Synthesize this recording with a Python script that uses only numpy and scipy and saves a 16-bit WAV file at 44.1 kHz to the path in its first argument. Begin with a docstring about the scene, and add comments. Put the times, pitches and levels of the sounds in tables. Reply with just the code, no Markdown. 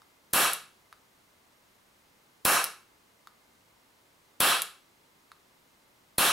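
"""Four sharp pops from a gas airsoft pistol, fired through a chronograph in a small, hard-walled room.
The gun is close and central to a tight microphone pair. Each shot is a spit of gas and a muzzle pop
that rings the chronograph's tube and fills the room; the camera's limiter holds it flat.
A fifth of a second after each of the first three shots the action snaps back.
The trigger resets with a small hollow click, over faint room air."""
import sys
import numpy as np
from scipy import signal
from scipy.fft import rfft, irfft
from scipy.io import wavfile
from scipy.ndimage import uniform_filter1d

SR = 44100
rng = np.random.default_rng(int(sys.argv[2]) if len(sys.argv) > 2 else 0)


def dump_mix(stems):
    """Bounce the given channels to the path in sys.argv[1] as a 16-bit WAV at rate SR."""
    frames = np.atleast_2d(stems).T  # one column per channel
    limited = np.clip(frames, -1, 1)  # hard clip at full scale
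    pcm = np.round(limited * 32767).astype(np.int16)
    wavfile.write(sys.argv[1], SR, pcm)


N = 278712
TIME = np.arange(SR) / SR  # one second, the life of a single sound


def shots():
    """Released gas spits and thumps at the gun, and the muzzle throws a pop into the room."""
    # Each row: time in seconds, level in dB, jet rasp in Hz, then rasp, hiss, thump and boom in dB.
    firings = [(0.3356, 3, 3023, 0.5, 3.5, -7, 2.5), (2.4528, 5, 3590, -6, -0.5, -5.5, 0),
               (4.4052, 3.5, 3420, 4, 1.5, -5.5, 1), (6.1837, 3, 3460, 4, 3, -1.5, 3)]
    # Spectra of the escaping gas and the muzzle pop. Each row: frequency in Hz, level in dB.
    gas_spectrum = [(1500, -10.5), (4000, -5.5), (7000, -8), (10400, 5.5), (13000, -3), (16000, -2)]
    pop_spectrum = [(100, -13.5), (300, -2), (620, 1), (900, 1), (1170, 5.5), (1600, 4), (2050, -4),
                    (2750, -1), (4300, -4), (4850, -8.5), (6500, -9.5), (8300, -5.5), (11200, 1),
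                    (16000, -10)]
    near, thrown, hz = np.zeros(N), np.zeros(N), bins(TIME)
    lead_s = .01
    for s, db, rasp_hz, rasp_db, hiss_db, thump_db, boom_db in firings:
        # the valve opens just before the pellet leaves
        spit = burst(gas_spectrum, lead_s - .0007, rise_s=.00057, fall_s=.0012)
        hiss = burst(gas_spectrum, lead_s, rise_s=.00046, fall_s=.006)
        add(near, s - lead_s, undb(db + hiss_db) * (undb(26.5) * spit + undb(8) * hiss))
        # a quick overpressure, then a longer, shallow suction
        thump = np.exp(-TIME / .00028) - .085 * np.exp(-TIME / .0035)
        add(near, s, undb(db + thump_db + 17) * thump)
        # the jet breaks up differently in the tube each time
        jet_db = lift([(rasp_hz, 1297, rasp_db), (11000, 5000, hiss_db), (200, 500, boom_db)], hz)
        pop = colour(signal.unit_impulse(SR), curve(pop_spectrum, hz) + tube_db(hz) + jet_db)
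        add(thrown, s, undb(db + 28.5) * pop)
        add(thrown, s - lead_s, undb(db + hiss_db + 12) * hiss)
    return near, thrown


def tube_db(hz, pitch_hz=1357, width_hz=200):
    """The chronograph's open tube resonates at multiples of its pitch."""
    # Lift in dB of each of the first four multiples.
    harmonic_lifts = [1.5, 2, 1.7, 7.5]
    return lift([(k * pitch_hz, width_hz, db) for k, db in enumerate(harmonic_lifts, 1)], hz)


def action():
    """Steel parts scrape for an instant and snap home."""
    # The action snaps back after a shot; the sear slips before one. Each row: time in seconds, level in dB.
    snaps = [(0.5340, -1), (2.6418, 1), (4.6199, -0.5)]
    sear_slips = [(0.3097, -43), (6.1573, -48)]
    # Steel on steel. Each row: frequency in Hz, level in dB.
    steel_spectrum = [(1500, -12.5), (3500, -7), (5000, -6), (8500, -6.5), (10300, 5.5), (13000, 1),
                      (16000, -12.5)]
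    out = np.zeros(N)
    lead_s = .005
    for s, db in snaps + sear_slips:
        add(out, s - lead_s, undb(db) * burst(steel_spectrum, lead_s, rise_s=.00044, fall_s=.0013))
    return out


def trigger():
    """The trigger resets with a tick that rings the hollow grip."""
    # Trigger clicks. Each row: start in seconds, level in dB.
    clicks = [(0.0190, -45.5), (0.9270, -37), (3.2722, -36), (5.3174, -37.5)]
    # The grip's modes. Each row: frequency in Hz, level in dB, seconds to fall 60 dB.
    grip_modes = [(1267, 1.5, 0.011), (1570, -7.5, 0.0062), (3694, -14.5, 0.0155), (4900, -17, 0.012),
                  (6250, -16, 0.0039), (10300, -36, 0.0037)]
    # The bare tick. Each row: frequency in Hz, level in dB.
    tick_spectrum = [(900, -19), (1600, 6.5), (2700, -3), (4500, 9), (6800, -5), (8300, -24), (9800, 3),
                     (15000, -10)]
    out = np.zeros(N)
    ring = no_bass(sum(undb(db) * ringing(hz, t60) for hz, db, t60 in grip_modes))
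    for s, db in clicks:
        tick = undb(5) * burst(tick_spectrum, 0, rise_s=.001, fall_s=.0012)
        add(out, s, undb(db) * (ring + tick))
    return out


def echoes(x):
    """Nearby hard surfaces return the bright part of a sound."""
    # The table top and the nearest wall. Each row: delay in seconds, level in dB.
    surfaces = [(.0052, -8.5), (0.013, -16)]
    bright = x - uniform_filter1d(x, size=15)
    samples = np.arange(N)
    return sum(undb(db) * np.interp(samples - delay_s * SR, samples, bright) for delay_s, db in surfaces)


def reverberation(lowest_hz=132, build_s=.0035, mode_width_hz=30):
    """Hard walls give dense reflections, coloured by the room's modes, with no deep bass."""
    # The strongest modes. Each row: frequency in Hz, lift in dB.
    modes = [(155, 3.5), (531, 4.5), (698, 6), (800, 5), (872, 1.5), (1049, 7.5), (1228, 5.5), (1387, -2),
             (1668, 4), (2286, 7.5), (2607, 5.5), (2720, 5.5), (3182, 5.5), (3983, 3.5)]
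    # The room's decay. Each row: frequency in Hz, seconds to fall 60 dB.
    decay_times = [(150, 0.32), (380, 0.27), (1000, 0.34), (4000, 0.37), (8000, 0.33), (14000, 0.22)]
    # One weak low mode outlasts the rest: frequency in Hz, level in dB, seconds to fall 60 dB.
    slow_mode = (372, -57, 1.4)
    hz, noise = bins(TIME), rng.standard_normal(SR)
    # away from its resonances the room answers all pitches about equally
    noise_power = np.abs(rfft(noise * np.exp(-TIME / .14))) ** 2
    even = rfft(noise) / np.sqrt(uniform_filter1d(noise_power, size=41))
    diffuse = even * undb(lift([(f, mode_width_hz, db) for f, db in modes], hz))
    centres, t60s = np.transpose(decay_times)
    bands = [irfft(diffuse * curve(np.c_[centres, share], hz)) for share in np.eye(len(t60s))]
    tail = sum(band * undb(-60 * TIME / t60) for band, t60 in zip(bands, t60s))
    build_up = 1 - np.exp(-TIME / build_s)
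    slow_hz, slow_db, slow_t60 = slow_mode
    response = unit(tail * build_up) + undb(slow_db) * unit(ringing(slow_hz, slow_t60))
    return signal.sosfilt(signal.butter(12, lowest_hz, "high", fs=SR, output="sos"), response)


def room(x):
    """The reverberation reaches two closely spaced microphones, a little different at each."""
    # Stereo width: side minus mid in dB, where it opens in Hz, where it narrows in Hz.
    width = (-8, 640, 8900)
    mid = signal.fftconvolve(x, reverberation())[:N]
    side_response = colour(reverberation(), side_db(bins(TIME), *width, order=6))
    side = signal.fftconvolve(x, side_response)[:N]
    return np.array([mid + side, mid - side])


def room_tone(level_db=-65):
    """Steady room air with a few faint resonances, and microphone hiss."""
    # Air and hiss. Each row: frequency in Hz, relative level in dB.
    air_spectrum = [(20, -10), (50, -3), (110, -0.5), (200, 0.5), (300, 0), (600, -2.5), (800, -4.5),
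                    (1400, -5.5), (1800, -7.5), (3000, -9.5), (6000, -12), (15500, -16)]
    # Faint resonances. Each row: frequency in Hz, width in Hz, lift in dB.
    resonances = [(890, 94, 4), (1020, 70, 3), (1160, 94, 3), (2082, 64, 7), (4080, 149.4, 1.5)]
    # Stereo width: side minus mid in dB, where it opens in Hz, where it narrows in Hz.
    width = (-0.5, 420, 4500)
    mid, side = rng.standard_normal((2, N))
    hz = bins(mid)
    air_db = curve(air_spectrum, hz) + lift(resonances, hz)
    mid = colour(mid, air_db)
    side = colour(side, air_db + side_db(hz, *width, order=3))
    return np.array([mid + side, mid - side]) * undb(level_db) / np.std(mid)


def side_db(hz, width_db, open_hz, narrow_hz, order):
    """Stereo width by pitch: central in the bass, wide in the middle, narrow at the top."""
    apart = (hz + 1) / np.hypot(hz, open_hz)
    return width_db + 20 * np.log10(apart / np.hypot(1, (hz / narrow_hz) ** order))


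def burst(spectrum, peak_s, rise_s, fall_s):
    """A short coloured noise that swells to a peak and dies, unit energy."""
    envelope = np.exp(np.minimum((TIME - peak_s) / rise_s, (peak_s - TIME) / fall_s))
    noise = envelope * rng.standard_normal(SR)
    return unit(no_bass(colour(noise, curve(spectrum, bins(TIME)))))


def ringing(hz, t60):
    """One struck mode, falling 60 dB in t60 seconds."""
    return np.sin(2 * np.pi * hz * TIME) * undb(-60 * TIME / t60)


def no_bass(x):
    """Small bodies radiate little under a kilohertz."""
    return signal.sosfilt(signal.butter(3, 950, "high", fs=SR, output="sos"), x)


def colour(x, db):
    """Causal filter with the given gain in each frequency bin."""
    cepstrum = irfft(np.log(undb(db)), len(x))
    cepstrum[1:len(x) // 2] *= 2
    cepstrum[len(x) // 2 + 1:] = 0
    return irfft(rfft(x) * np.exp(rfft(cepstrum)), len(x))


def lift(peaks, hz):
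    """Gain in dB of a set of (centre Hz, width Hz, dB) resonances."""
    return sum(db / (1 + (2 * (hz - centre) / width) ** 2) for centre, width, db in peaks)


def curve(points, hz):
    """Read (Hz, value) points on a log-frequency axis."""
    f, value = np.transpose(points)
    return np.interp(np.log(hz + 1), np.log(f), value)


def bins(x):
    """Frequencies of the spectrum of x."""
    return np.fft.rfftfreq(len(x), 1 / SR)


def undb(db):
    """Decibels to gain."""
    return 10 ** (np.asarray(db) / 20)


def unit(x):
    """Scale to unit energy."""
    return x / np.sqrt(np.sum(x ** 2))


def add(track, s, sound):
    """Mix a sound into a track at time s."""
    start = int(s * SR)
    track[start:start + len(sound)] += sound[:N - start]


def scene():
    """The gun is close and central; its shots, snaps and clicks also sound the room."""
    near, thrown = shots()
    snaps, clicks = action(), trigger()
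    direct = near + snaps + clicks
    reverb = room(thrown + undb(-11.5) * snaps + undb(-12) * clicks)
    return direct + echoes(direct) + reverb + room_tone()


def limiter(x, ceiling_db=-19.5, release_s=.0092, ahead_s=.0019):
    """A fast look-ahead limiter holds loud sounds near its ceiling."""
    memory = np.exp(-1 / (release_s * SR))
    power = signal.lfilter([1 - memory], [1, -memory], np.mean(x ** 2, axis=0))
    coming_power = np.interp(np.arange(N) + ahead_s * SR, np.arange(N), power)
    return x / np.sqrt(1 + coming_power / undb(ceiling_db) ** 2)


def record(dry):
    """The camera limits the shots, rounds off the peaks that slip through and cuts the top."""
    peak, top_hz = .3, 15650
    held = limiter(dry)
    rounded = held / (1 + (held / peak) ** 4) ** .25
    return signal.sosfilt(signal.ellip(8, .2, 70, top_hz, fs=SR, output="sos"), rounded)


dry = scene()
out = record(dry)
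dump_mix(out)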